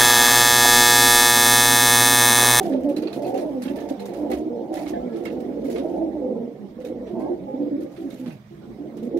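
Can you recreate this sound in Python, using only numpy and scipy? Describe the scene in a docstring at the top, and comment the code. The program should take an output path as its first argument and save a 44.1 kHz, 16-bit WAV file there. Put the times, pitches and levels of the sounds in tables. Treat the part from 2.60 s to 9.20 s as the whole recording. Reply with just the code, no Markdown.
"""A flock of pigeons coos in a small wooden loft with a slatted floor, near two microphone ports.
From the start, separate throbbing coos (gliding sines with overtones), some throbs starting bright and
sharp, stand over a murmur of many voices; claws knock (noise and slat modes) and feathers rustle densely.
From about 3.4 s to 4.2 s knocks and rustles pause, then return sparser; bright starts recur after 6.2 s.
Throughout, the loft adds short noise tails, a faint wavering bass boom, patter and low room tone."""
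import sys
import numpy as np
from scipy import signal
from scipy.fft import rfft, irfft
from scipy.io import wavfile
from scipy.ndimage import uniform_filter1d, map_coordinates

SR = 44100
rng = np.random.default_rng(int(sys.argv[2]) if len(sys.argv) > 2 else 0)


def output_pcm(signal):
    """Save a mono or channel-first signal as 16-bit PCM at the path in sys.argv[1].

    Samples are clipped to [-1, 1] before scaling.
    """
    pcm = np.clip(np.atleast_2d(signal).T, -1, 1) * 32767
    wavfile.write(sys.argv[1], SR, np.round(pcm).astype(np.int16))


N = 290883

# coos of the near birds; a held note is one throb, a rolled coo several:
# t/s, length/s, throbs, f at start/Hz, f at end/Hz, relative tone level/dB, octave re tone/dB
NEAR_COOS = [(0.042, .1, 1.92, 359.8, 285.7, -27, -1.5), (0, 0.041, 1.27, 397, 364, -24, 1),
             (.02, 0.18, 2, 202.6, 210.2, -38, -1.5), (0.093, 0.14, 1.2, 278.4, 250, -22.5, -15.5),
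             (0.231, 0.13, 2.5, 269.6, 314.3, -25, -27.5), (0.36, 0.1277, 2.85, 304.4, 319.5, -24, -20),
             (0.262, 0.17, 1.75, 195.6, 207.6, -37, -10), (0.247, 0.084, 0.89, 294, 271, -33.5, 8),
             (0.728, 0.14, 3.3, 260, 328, -33.5, 5), (.5, 0.28, 2.2, 134.4, 121.5, -43, -12),
             (.66, 0.13, 2, 251.6, 251.6, -39.5, 8.5), (0.551, 0.1154, 1.9, 256, 299.3, -30.5, -3.5),
             (0.649, 0.134, 1.7, 348.4, 388.8, -31.5, 1.5), (0.842, 0.095, 1.3, 328, 274.5, -42, 11),
             (0.845, 0.037, 0.77, 287.6, 311, -27, -29), (.9, 0.15, 0.65, 275.6, 239.6, -28.5, -12.5),
             (.94, 0.079, 1.2, 252.5, 247, -46.5, 8), (0.135, 0.037, 0.92, 296, 286, -37.5, 15),
             (1.047, 0.117, 2.54, 257.6, 299.4, -25.5, -14), (1.302, 0.032, 1.15, 257.5, 310, -18, -9),
             (1.368, 0.17, 1.34, 202.9, 197, -33.5, -13), (1.39, 0.13, 1.47, 245.4, 231, -47.5, 10.5),
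             (1.48, 0.22, 3.3, 360, 321, -34.5, -11), (1.618, 0.11, 2.06, 306.6, 237.8, -32, -8.5),
             (1.692, 0.058, 0.85, 408, 362, -35, 4.5), (1.697, 0.12, 3.8, 297, 313.3, -24.5, -12),
             (1.8, .1, 2, 320.7, 312, -28, -29), (1.891, 0.15, 1.1, 238, 230.4, -31.5, -1.5),
             (2.009, 0.061, 1.1, 324, 315, -32.5, -18), (2.09, 0.1, 1.5, 331.5, 317.5, -30, -16),
             (2.22, .14, 1.9, 324, 316.6, -33, -17), (2.096, 0.14, 1.54, 305.8, 304, -39.5, 5),
             (2.105, 0.154, 1.6, 369.5, 384, -47.5, 11.5), (2.328, 0.12, 1.6, 349, 361, -47, 13),
             (2.602, 0.35, 4.23, 248.3, 244.4, -40, 2), (2.329, 0.022, 0.95, 303, 334, -32, 10),
             (2.353, 0.26, 3.6, 254.6, 221, -33, -3.5), (2.535, 0.25, 4.8, 340.8, 320.7, -32, -15.5),
             (2.642, 0.25, 4.35, 222.6, 232, -34.5, -9), (2.833, 0.094, 0.78, 372, 330, -37.5, -5),
             (2.855, 0.1, 1.04, 254.3, 264, -33.5, -17), (2.963, 0.23, 4.45, 235.2, 227.2, -47, 11),
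             (3.033, 0.056, 0.89, 266.4, 272.7, -27, -8), (3.077, 0.3, 4.95, 354.2, 337, -32.5, -9),
             (3.185, 0.049, 0.82, 271.3, 279.3, -25, -6.5), (3.141, 0.084, 2.4, 228.3, 279, -35.5, 4.5),
             (3.234, 0.14, 2.95, 298.8, 386.2, -35, 1.5), (3.356, 0.13, 2.53, 360.3, 288, -37.5, 6.5),
             (3.532, 0.06, 0.95, 350, 265, -32.5, 1.5), (3.395, 0.11, 1.47, 336.6, 306.3, -25.5, -9.5),
             (3.524, 0.11, 2.2, 313.4, 285.4, -27, -18), (3.683, 0.087, 2.1, 328.5, 304, -37.5, -16),
             (3.603, 0.15, 3.3, 262.9, 253.5, -36, 2), (3.739, .27, 6.7, 248.3, 232.5, -41.5, 1),
             (3.618, 0.252, 4, 255.1, 233.2, -34, -1.5), (3.978, 0.087, 0.92, 206, 208, -33, -15.5),
             (4.158, 0.038, 1.2, 231, 213, -29, -19.5), (4.175, .31, 5.5, 255.2, 240.8, -43, 4.5),
             (4.295, 0.035, 0.84, 305, 350, -30.5, -28), (4.521, 0.13, 3.05, 214, 279, -28, -20.5),
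             (4.615, 0.068, 0.84, 318.3, 314, -29, -9), (4.689, 0.0707, 0.74, 342, 364, -27, -33),
             (4.502, 0.071, 0.58, 379, 318, -42, -29), (4.589, 0.11, 0.95, 505, 558, -54, 20.5),
             (4.545, 0.11, 2, 424.6, 444, -52, 9.5), (4.861, 0.11, 0.93, 404, 432, -45.5, 10),
             (4.561, 0.2, 3.1, 256.7, 264, -37.5, 0), (4.891, 0.085, 2.1, 250, 272, -29.5, -13),
             (4.95, 0.19, 3.62, 262, 249.8, -44, 6), (5.189, 0.12, 2.35, 266, 251.3, -43, 6),
             (4.988, 0.11, 1.55, 287, 303, -24.5, -27.5), (5.106, 0.072, 0.51, 298.4, 268.3, -21.5, -17),
             (5.172, 0.093, 2.03, 322.6, 289, -26, -22.5), (5.373, 0.15, 2.48, 344.2, 246.4, -30, -22),
             (5.587, 0.1126, 1.6, 262.7, 244.3, -31, -17.5), (5.451, 0.12, 1.7, 258.6, 258, -33.5, -16),
             (5.65, 0.13, 1.33, 199.1, 122, -35.5, -11.5), (5.74, 0.15, 0.57, 126, 113.7, -43, -31),
             (5.9, 0.11, 0.74, 139, 159, -42.5, -16), (5.902, 0.26, 4.4, 333.3, 335.6, -46.5, -12.5),
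             (5.991, 0.07, 1, 208, 232, -43, -20), (6.061, .09, 0.75, 235.7, 233, -35, -27),
             (6.175, 0.154, 3, 351.4, 355, -42, -9), (6.186, 0.11, 2.02, 255, 345, -34.5, -15.5),
             (6.345, 0.26, 2.6, 352, 348, -38.5, -27), (6.419, 0.0766, 2.1, 236, 249, -25.5, -9),
             (6.5, 0.17, 0.77, 233, 223.2, -42, 2), (6.528, 0.062, 0.88, 268.4, 269, -27, -9),
             (6.534, 0.055, 0.83, 305, 373, -24, -40)]
# bright sharp starts of coo throbs: t/s, relative level/dB, middle of the pitch sag f/Hz
BRIGHT_THROB_STARTS = [(0.139, -23.5, 588.5), (0.244, -19.5, 577), (0.43, -17.5, 522), (0.592, -16.5, 581),
                       (0.631, -21, 583), (0.74, -28, 502), (0.83, -15, 586), (1.1, -17, 591),
                       (1.602, -22, 508), (2.108, -26, 608), (2.337, -27, 610), (3.085, -16, 528),
                       (3.244, -17, 614), (3.293, -22.5, 710), (3.34, -17.5, 530), (3.411, -17.5, 638),
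                       (3.541, -24, 642), (3.616, -20, 530), (6.249, -33, 611), (6.543, -17, 503)]
# murmur of the other birds: t/s, relative tone level/dB, brightness/dB
FLOCK_LEVELS = [(0, -23, -4), (.2, -23, -7), (.5, -30.5, 3.5), (.75, -23.5, 1), (1, -31.5, 2.5),
                (1.2, -23, -1), (1.4, -37, 7.5), (1.65, -24, 4), (1.95, -30.5, -1), (2.2, -31, 6.5),
                (2.45, -32, 2), (2.8, -24.5, -7.5), (3.4, -25.5, -1.5), (3.75, -25, -1),
                (3.95, -38.5, -12.5), (4.06, -36, -9), (4.15, -41.5, -8), (4.3, -31.5, -4.5),
                (4.48, -30.5, -5.5), (4.65, -24.5, 5.5), (4.82, -26.5, -9), (5, -27.5, 0.5),
                (5.2, -35, -18), (5.34, -39.5, -0.5), (5.45, -29, -15.5), (5.7, -50.5, 15.5),
                (5.82, -66, 6), (6.05, -37, -5), (6.35, -34, -4.5), (6.6, -31, -1)]
# combined colour of the birds' crops and the loft's resonances: f/Hz, gain/dB
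COO_COLOUR = [(120, -3), (190, 0.5), (260, 2), (325, 5), (420, 7), (510, 5), (700, 2), (880, -1),
              (1100, -14.5), (1500, -11.5)]
# reverberation of the loft: f/Hz, 60 dB decay time/s
LOFT_DECAY = [(150, 0.33), (500, 0.4), (1500, 0.0099)]
# left-right likeness of diffuse sound: f/Hz, shared part
CHANNEL_LIKENESS = [(60, .93), (200, .85), (400, .7), (800, .3), (1300, 0), (15000, 0)]
# claws on the slats: t/s, relative level/dB, pitch of the struck slat f/Hz, ring of the wood/dB
CLAW_KNOCKS = [(0.121, -35, 1830, -5), (.2937, -43, 2630, -6), (0.364, -37.5, 4220, 2),
               (0.423, -37.5, 4400, -3.5), (0.4713, -34, 4240, -2.5), (.5287, -38.5, 4030, 0.5),
               (0.647, -42.5, 4300, -2), (0.7476, -36, 2790, -7), (0.776, -39, 4170, -3),
               (1.022, -42, 4430, -1), (1.05, -37, 3420, -4), (1.0784, -36, 2930, 2),
               (1.183, -38.5, 1800, -2), (1.291, -53, 2290, -33), (1.394, -46, 3820, 6),
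               (1.5384, -41, 2270, -17), (1.7155, -29, 2150, -3.5), (2.1414, -43, 2460, -13),
               (2.169, -36.5, 1950, 0.5), (2.26, -33, 2250, -4), (2.3344, -52.5, 1660, 16),
               (2.489, -69, 1340, 17), (2.5307, -46, 1730, -8), (2.557, -42, 1310, -4),
               (2.654, -31.5, 2120, 0), (2.665, -40, 2720, 6), (3.051, -46, 2060, 1),
               (3.158, -30.5, 2280, -5.5), (3.182, -37.5, 3460, -4), (4.209, -47, 2000, -9),
               (4.249, -49, 3760, 6), (4.466, -43, 1840, -17), (4.5999, -49, 2200, -0.5),
               (5.2056, -51, 1830, -10), (5.3637, -41, 1710, -16), (5.505, -48, 3700, 4.5),
               (5.658, -36, 1660, -10), (5.705, -46, 2430, 4.5), (6.374, -45.5, 1710, -16)]
# modes of the wooden slats: f/Hz, relative level/dB, width/Hz
SLAT_MODES = [(1320, -4, 90), (1560, -6, 90), (1750, 0, 90), (1980, 0, 90), (2170, 0, 100), (2500, -2, 120),
              (2720, -2, 130), (3250, -4, 180), (3720, -3, 180), (4060, -2, 160), (4340, -2, 160),
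              (4690, -2, 160)]
# spectrum of the claw scrape: f/Hz, relative level per Hz/dB
SCRAPE_SPECTRUM = [(530, -38.5), (900, -16), (1070, 4), (1530, -5.5), (3710, -6), (8170, -25), (9000, -23),
                   (11700, -28), (19800, -120)]
# feathers brushing and shaking: t/s, relative level/dB, length/s
FEATHER_BRUSHES = [(0.001, -44.5, 0.12), (0.029, -39, 0.078), (0.204, -50, .02), (0.233, -46, 0.027),
                   (0.289, -40.5, 0.033), (0.363, -33, 0.023), (0.42, -43.5, 0.025), (0.527, -38, 0.051),
                   (0.62, -43, 0.053), (0.664, -38.5, 0.045), (0.741, -41.5, 0.027), (0.774, -36.5, 0.047),
                   (0.865, -53.5, 0.34), (1.019, -34, 0.042), (1.093, -39.5, 0.017), (1.157, -39, 0.025),
                   (1.2, -44, 0.052), (1.288, -36, 0.023), (1.397, -42.5, 0.034), (1.455, -36.5, 0.025),
                   (1.534, -45, 0.086), (1.7, -38, 0.015), (1.714, -33, 0.028), (1.772, -42.5, 0.026),
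                   (2.127, -41, .012), (2.139, -37.5, 0.084), (2.167, -36, 0.026), (2.223, -43, 0.036),
                   (2.276, -34.5, 0.03), (2.567, -47, .03), (2.637, -46, .015), (2.65, -33, 0.014),
                   (2.718, -48, .02), (2.803, -41.5, 0.015), (3.043, -42, 0.053), (3.098, -36, 0.051),
                   (3.18, -37, 0.011), (3.197, -52.5, 0.21), (4.201, -51.5, 0.027), (4.247, -41.5, 0.033),
                   (4.593, -49.5, 0.051), (5.204, -45.5, 0.035), (5.316, -53.5, 0.55), (5.501, -47, 0.16),
                   (5.673, -44.5, 0.023), (5.721, -46, .02), (6.368, -45.5, 0.02), (6.428, -47, 0.04),
                   (6.571, -44.5, 0.073)]
# spectrum of the feather hiss: f/Hz, relative level per Hz/dB
FEATHER_SPECTRUM = [(900, -11), (1300, -7), (2000, -4.5), (3000, -7.5), (4500, -8), (6300, -8),
                    (8300, -15.5), (10500, -14), (12800, -10.5), (15700, -18)]
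# faint thin tones: t/s, length/s, f at start/Hz, f at end/Hz, level at start/dB
FAINT_TONES = [(.42, .09, 2370, 2600, -60), (.64, .045, 2560, 2510, -53), (1.166, .1, 1770, 1730, -58),
               (2.331, .05, 1800, 1610, -52.5), (2.35, 0.064, 2040, 2100, -61),
               (2.398, 0.09, 1290, 1400, -60), (2.478, 0.14, 1640, 1830, -62),
               (2.492, .05, 1390, 1290, -56), (2.55, .11, 1350, 1390, -60), (4.45, 0.06, 5900, 5850, -67),
               (5.23, 0.11, 1195, 1210, -64)]
# small feet and feathers all over: t/s, level/dB
SHUFFLE_LEVELS = [(0.0, -46.5), (0.11, -58.5), (1.58, -55), (1.91, -59.5), (2.64, -56), (4.02, -62),
                  (4.57, -60), (6.6, -60.5)]
# spectrum of the small movements: f/Hz, relative level per Hz/dB
PATTER_SPECTRUM = [(600, -25.5), (1000, -2.5), (1550, -10.5), (2180, -9), (2600, -16.5), (3610, -14),
                   (4500, -18.5), (5500, -18.5), (8300, -28), (10500, -31.5), (13500, -23), (15700, -27.5)]
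# lowest loft modes: f/Hz, width/Hz, level/dB (the first re its swell)
BOOM_MODES = [(64.4, 11, 0.5), (135.6, 33, -53), (203.5, 23, -48)]
# swell of the lowest loft mode: t/s, level/dB
LOWEST_MODE_SWELL = [(0.0, -67), (0.16, -52), (0.62, -69), (1.27, -54), (1.41, -67), (1.76, -46),
                     (1.97, -70), (2.42, -42), (2.46, -60.5), (3.55, -51.5), (3.89, -77.5), (4.57, -55.5),
                     (5.42, -71), (5.46, -52), (5.77, -74.5), (6.1, -54), (6.39, -68), (6.6, -59.5)]
# spectrum of the room tone: f/Hz, relative level per Hz/dB
AIR_SPECTRUM = [(28, -42), (45, -10.5), (90, -13), (115, -20), (170, -4), (230, -15.5), (500, -20),
                (1000, -29.5), (1400, -67.5)]
# colour of the microphone ports: f/Hz, left minus right/dB
PORT_LEAN = [(60, -2), (200, -4.5), (350, -3.2), (800, -3.5), (1200, -5), (1800, -10.5), (2800, -9),
             (4200, -6.5), (6800, -2), (8300, 12), (10800, 12), (12500, 2), (15000, 1)]

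AIR_DB = -55
RISE_S, FALL_S, VALLEY = 0.016, 0.022, 0.2  # edges of a throb; amplitude left between throbs
STRAY, UNEVEN_DB = 0.015, 1.64  # scatter of pitch (a share) and of level from throb to throb
HELD_PURR = 0.2  # flutter depth in a held note
OCTAVE_DB, OCTAVE_SHARE, THIRD_DB = -4, 0.33, -6.5  # murmur overtones; the octave follows brightness in part
SNAP_S = 0.0012  # rise of a knock
SCRAPE_T60_S, DRAG_REF_DB, DRAG = 0.33, -41.5, 0.28  # softer knocks drag longer, by DRAG dB of length per dB
WOOD_T60_S = 0.26  # extra decay of the wood, on top of that of the scrape
LOFT_TOP_HZ, EDGE_HZ = 1500, 15760  # upper limits of the reverberation and of the microphones


def gain_of(db):
    """Level to amplitude: 20 dB is a factor of ten."""
    return 10 ** (np.asarray(db) / 20)


def evened(x):
    """Normalization of mean power: scales to rms 1."""
    return x / np.sqrt(np.mean(x ** 2) + 1e-20)


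def read(points, hz):
    """Linear interpolation of a table on a log-frequency axis."""
    f, value = np.transpose(points)
    return np.interp(np.log(hz + 1), np.log(f + 1), value)


def curves(rows, t):
    """Linear interpolation of the columns of a time table at times t."""
    s, *columns = np.transpose(rows)
    return [np.interp(t, s, c) for c in columns]


def drift(per_s, count):
    """Slow random modulation: smooth curves of rms near 1 through about per_s random values a second."""
    knots = rng.standard_normal((count, int(N / SR * per_s) + 4))
    at = np.arange(0, N + 64, 64) / SR * per_s
    slow = [map_coordinates(k, [at], order=3) for k in knots]
    return np.array([np.interp(np.arange(N), np.arange(len(at)) * 64, k) for k in slow])


def likened(first, second, hz):
    """Partial coherence: mixes two independent spectra into a left-right pair."""
    same = np.clip(read(CHANNEL_LIKENESS, hz), -1, 1)[:, None]
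    return np.array([first, same * first + np.sqrt(1 - same ** 2) * second])


def noise(spectrum, size, patchy_db=0.0):
    """Filtered Gaussian noise: two channels, rms 1, with patches that drift in time and frequency."""
    frames, hz = N // (size // 4) + 5, np.fft.rfftfreq(size, 1 / SR)
    a, b, c, d, patches = rng.standard_normal((frames, len(hz), 5)).T
    patches = uniform_filter1d(patches, size=6, axis=0)
    patches = evened(uniform_filter1d(patches, size=10, axis=1))
    z = likened(a + 1j * b, c + 1j * d, hz)
    z *= gain_of(read(spectrum, hz)[:, None] + patchy_db * patches)
    return evened(signal.istft(z, nperseg=size, noverlap=size * 3 // 4)[1][:, :N])


def near_birds(purr=0.57, slowest_purr_hz=47.988, purr_span_hz=25.048, wobble=0.015,
               third_db=-15, pan_db=-1.0, lag_s=0.0006):
    """Amplitude modulation of gliding near-sines: throbs, and a quick crop flutter, deepest in a roll."""
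    out, shake = np.zeros((2, N)), drift(70, count=1)[0]
    chances, scatter = rng.random((len(NEAR_COOS), 3)), rng.standard_normal((len(NEAR_COOS), 2, 12))
    for coo, (phase, rate, place), (sharp, loud) in zip(NEAR_COOS, chances, scatter):
        s, length, throbs, hz0, hz1, tone_db, octave_db = coo
        at = round(s * SR)
        t = np.arange(min(round(length * SR), N - at)) / SR
        beat = t / length * max(throbs, 1)
        which, rolled = beat.astype(int), throbs > 1.5

        unsteady = 1 + wobble * shake[at:at + len(t)] + rolled * STRAY * sharp[which]
        hz = (hz0 + (hz1 - hz0) * t / length) * unsteady
        side = np.array([[.5], [-.5]]) * (2 * place - 1)  # sets delay and level between the ports
        lag = side * lag_s * uniform_filter1d(hz, size=400)
        turn = 2 * np.pi * (np.cumsum(hz) / SR + phase + lag)
        overtones = np.sin(2 * turn) + gain_of(third_db) * (np.sin(3 * turn) + 0.32 * np.sin(4 * turn))
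        voice = np.sin(turn) + gain_of(octave_db) * overtones

        into, span = beat % 1, length / max(throbs, 1)
        ends = np.minimum(t / RISE_S, (length - t) / FALL_S)
        gaps = np.minimum(into * span / RISE_S, (1 - into) * span / FALL_S)
        ends, gaps = np.sin(np.pi / 2 * np.clip(np.array([ends, gaps]), 0, 1)) ** 2
        effort_db = rolled * UNEVEN_DB * uniform_filter1d(loud[which], size=400)
        swell = np.minimum(ends, VALLEY + (1 - VALLEY) * gaps) * gain_of(tone_db + effort_db)
        purr_hz = slowest_purr_hz + purr_span_hz * rate
        flutter = 1 + (purr if rolled else HELD_PURR) * np.cos(2 * np.pi * (purr_hz * t + rate))
        out[:, at:at + len(t)] += np.sqrt(2) * voice * swell * flutter * gain_of(pan_db * side)
    return out


def bright_starts(level_db=-6, rise_s=0.0016, t60_s=0.1, sag=0.1, low_db=-9, lag_s=0.00044):
    """Transient excitation: a sharp tone sags in pitch and dies quickly, with its half frequency beneath."""
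    out, t = np.zeros((2, N)), np.arange(SR // 8) / SR
    chances = rng.random((len(BRIGHT_THROB_STARTS), 2))
    for (s, db, hz), (phase, place) in zip(BRIGHT_THROB_STARTS, chances):
        at = round(s * SR)
        side = np.array([[.5], [-.5]]) * (2 * place - 1)
        sagging_hz = hz * (1 + sag * (np.exp(-t / .012) - .5))
        turn = 2 * np.pi * (np.cumsum(sagging_hz) / SR + phase + side * lag_s * hz)
        level = gain_of(db + level_db - 60 * t / t60_s) * (1 - np.exp(-t / rise_s))
        start = level * (np.sin(turn) + gain_of(low_db) * np.sin(turn / 2))
        out[:, at:at + len(t)] += start[:, :N - at]
    return out


def flock(count=14, centre_hz=270, spread=0.19, throb_hz=19, throb_fall_db=18.0, scatter=0.2,
          effort_db=4.0, purr_db=4.0):
    """Superposition of independent voices: each glides, flutters and throbs with fast starts that sink."""
    hz = centre_hz * np.exp(spread * drift(5, count=count) + 0.00987 * drift(60, count=count))
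    turn = 2 * np.pi * np.cumsum(hz, axis=1) / SR
    rate_hz = throb_hz * np.exp(scatter * drift(4, count=count))
    into = (np.cumsum(rate_hz, axis=1) / SR + rng.random((count, 1))) % 1
    throbs = uniform_filter1d(gain_of(-throb_fall_db * into), size=200, axis=1)
    effort = throbs * gain_of(effort_db * drift(6, count=count) + purr_db * drift(110, count=count))
    tone, octave, third = (evened((effort * np.sin(k * turn)).sum(0)) for k in (1, 2, 3))
    tone_db, bright_db = curves(FLOCK_LEVELS, np.arange(N) / SR)
    octave_db, high_db = OCTAVE_DB + OCTAVE_SHARE * bright_db, THIRD_DB + bright_db
    return gain_of(tone_db) * (tone + gain_of(octave_db) * octave + gain_of(high_db) * third)


def loft(x, places=3, moves_hz=1.5):
    """Reverberation by convolution: decaying noise tails, one a place, with cyclically shifting shares."""
    out = np.zeros((2, N))
    for k in range(places):
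        hz, t, z = signal.stft(rng.standard_normal((2, SR // 2)), SR, nperseg=256)
        z = likened(z[0], z[1], hz) * gain_of(-60 * t / read(LOFT_DECAY, hz)[:, None])
        tail = signal.istft(z * (hz[:, None] < LOFT_TOP_HZ), SR, nperseg=256)[1]
        tail = tail / np.linalg.norm(tail, axis=1, keepdims=True) * np.sqrt(LOFT_TOP_HZ / (SR / 2))
        share = np.sqrt(2 / places) * np.cos(2 * np.pi * (moves_hz * np.arange(N) / SR + k / places))
        out += signal.fftconvolve((share * x)[None], tail, axes=1)[:, :N]
    return out


def claws(scrape_db=-12, ring_db=-6, reach=0.078, stray=0.046, under=0.62, under_share=0.25):
    """Forced resonance: an uneven scrape, and slat modes driven near the struck pitch and a lower partner."""
    t = np.arange(SR // 3) / SR
    power, drive = np.zeros(N), np.zeros((len(SLAT_MODES), N))
    hz, mode_db, width = np.transpose(SLAT_MODES)
    chances = rng.random((len(CLAW_KNOCKS), len(SLAT_MODES)))
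    for (s, db, struck_hz, wood_db), chance in zip(CLAW_KNOCKS, chances):
        at = round(s * SR)
        fade_db = -60 * t / SCRAPE_T60_S * gain_of(DRAG * (db - DRAG_REF_DB))
        tail = ((gain_of(db + fade_db) * (1 - np.exp(-t / SNAP_S))) ** 2)[:N - at]
        power[at:at + len(t)] += tail
        struck = np.exp(-(np.log(hz / struck_hz) / reach) ** 2)
        partner = under_share * np.exp(-(np.log(hz / struck_hz / under) / reach) ** 2)
        share = struck + partner + stray * chance ** 3
        wood = gain_of(wood_db - 60 * t[:len(tail)] / WOOD_T60_S) ** 2  # wood dies sooner than the scrape
        drive[:, at:at + len(t)] += share[:, None] * tail * wood
    ring = np.zeros((2, N))
    for f, db, w, d in zip(hz, mode_db, width, drive):
        turn = 2 * np.pi * f * np.arange(N) / SR
        a, b, c, e = drift(w, count=4)  # a noise-driven mode wavers
        wavering = np.array([a, c]) * np.sin(turn) + np.array([b, e]) * np.cos(turn)
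        ring += gain_of(db) * np.sqrt(d) * wavering
    scrape = np.sqrt(power) * noise(SCRAPE_SPECTRUM, size=256) * gain_of(2.45 * drift(250, count=1))
    return gain_of(scrape_db) * scrape + gain_of(ring_db) * ring


def feathers(rustle_db=-9, rise_s=0.0021, t60_s=0.29, flick=1.15, flick_s=0.0031):
    """Friction noise: shaped hiss starts with a flick, sinks about 6 dB over its length, then dies away."""
    t, power = np.arange(SR // 3) / SR, np.zeros(N)
    for s, db, length in FEATHER_BRUSHES:
        at = round(s * SR)
        fade_db = -6 * t / max(length, .005) - 60 * np.maximum(t - length, 0) / t60_s
        onset = (1 - np.exp(-t / rise_s)) * (1 + flick * np.exp(-t / flick_s))
        power[at:at + len(t)] += ((gain_of(db + fade_db) * onset) ** 2)[:N - at]
    flutter = gain_of(rustle_db + 2.0 * drift(200, count=1)[0])
    return flutter * np.sqrt(power) * noise(FEATHER_SPECTRUM, size=256, patchy_db=2.5)


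def thin_tones(rise_s=0.008, fade_db=-8, waver=0.0053, waver_db=3):
    """Simple harmonic tones: each a gliding, slightly unsteady sine that fades."""
    out, (shake, flicker) = np.zeros(N), drift(40, count=2)
    for s, length, hz0, hz1, db in FAINT_TONES:
        at, t = round(s * SR), np.arange(round(length * SR)) / SR
        hz = (hz0 + (hz1 - hz0) * t / length) * (1 + waver * shake[at:at + len(t)])
        level = gain_of(db + fade_db * t / length + waver_db * flicker[at:at + len(t)])
        edges = np.clip(np.minimum(t, length - t) / rise_s, 0, 1)
        out[at:at + len(t)] += level * edges * np.sin(2 * np.pi * np.cumsum(hz) / SR)
    return np.sqrt(2) * out


def shuffle():
    """Merging of many small movements into noise: a faint flickering patter."""
    level_db = curves(SHUFFLE_LEVELS, np.arange(N) / SR)[0] + 0.5 * drift(30, count=1)[0]
    return gain_of(level_db) * noise(PATTER_SPECTRUM, size=512, patchy_db=2.5)


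def boom():
    """Resonance under random forcing: noise keeps the lowest loft modes wavering."""
    t, modes = np.arange(N) / SR, []
    for hz, width, db in BOOM_MODES:
        r, turn = np.exp(-np.pi * width / SR), np.exp(2j * np.pi * hz * t)
        low = rng.standard_normal(N) / turn  # shifted down to 0 Hz, smoothed twice, shifted back
        for _ in range(2):
            low = signal.lfilter([1 - r], [1, -r], low)
        modes.append(gain_of(db) * evened((turn * low).real))
    return gain_of(curves(LOWEST_MODE_SWELL, t)[0]) * modes[0] + sum(modes[1:])


def air():
    """Broadband background: low room tone as filtered noise."""
    return gain_of(AIR_DB) * noise(AIR_SPECTRUM, size=2048, patchy_db=2.0)


def scene():
    """Superposition of all layers; all coos and their echoes pass through the colour of crop and loft."""
    near, far = near_birds() + bright_starts(), flock()
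    echoes = loft(gain_of(-13.5) * near.mean(0) + gain_of(-13) * far)
    coos = gain_of(-4.0) * near + gain_of(-15) * far + echoes
    coos = irfft(rfft(coos) * gain_of(read(COO_COLOUR, np.fft.rfftfreq(N, 1 / SR))), N)
    return coos + claws() + feathers() + thin_tones() + shuffle() + boom() + air()


def record(dry):
    """Linear filtering: each microphone port has its own colour; then the band limit."""
    lean_db = read(PORT_LEAN, np.fft.rfftfreq(N, 1 / SR)) / 2  # half to each port
    ports = irfft(rfft(dry) * gain_of([lean_db, -lean_db]), N)
    band_limit = signal.firwin(2047, EDGE_HZ, window=("kaiser", 9), fs=SR)
    return signal.oaconvolve(ports, band_limit[None], "same")


dry = scene()
out = record(dry)
output_pcm(out)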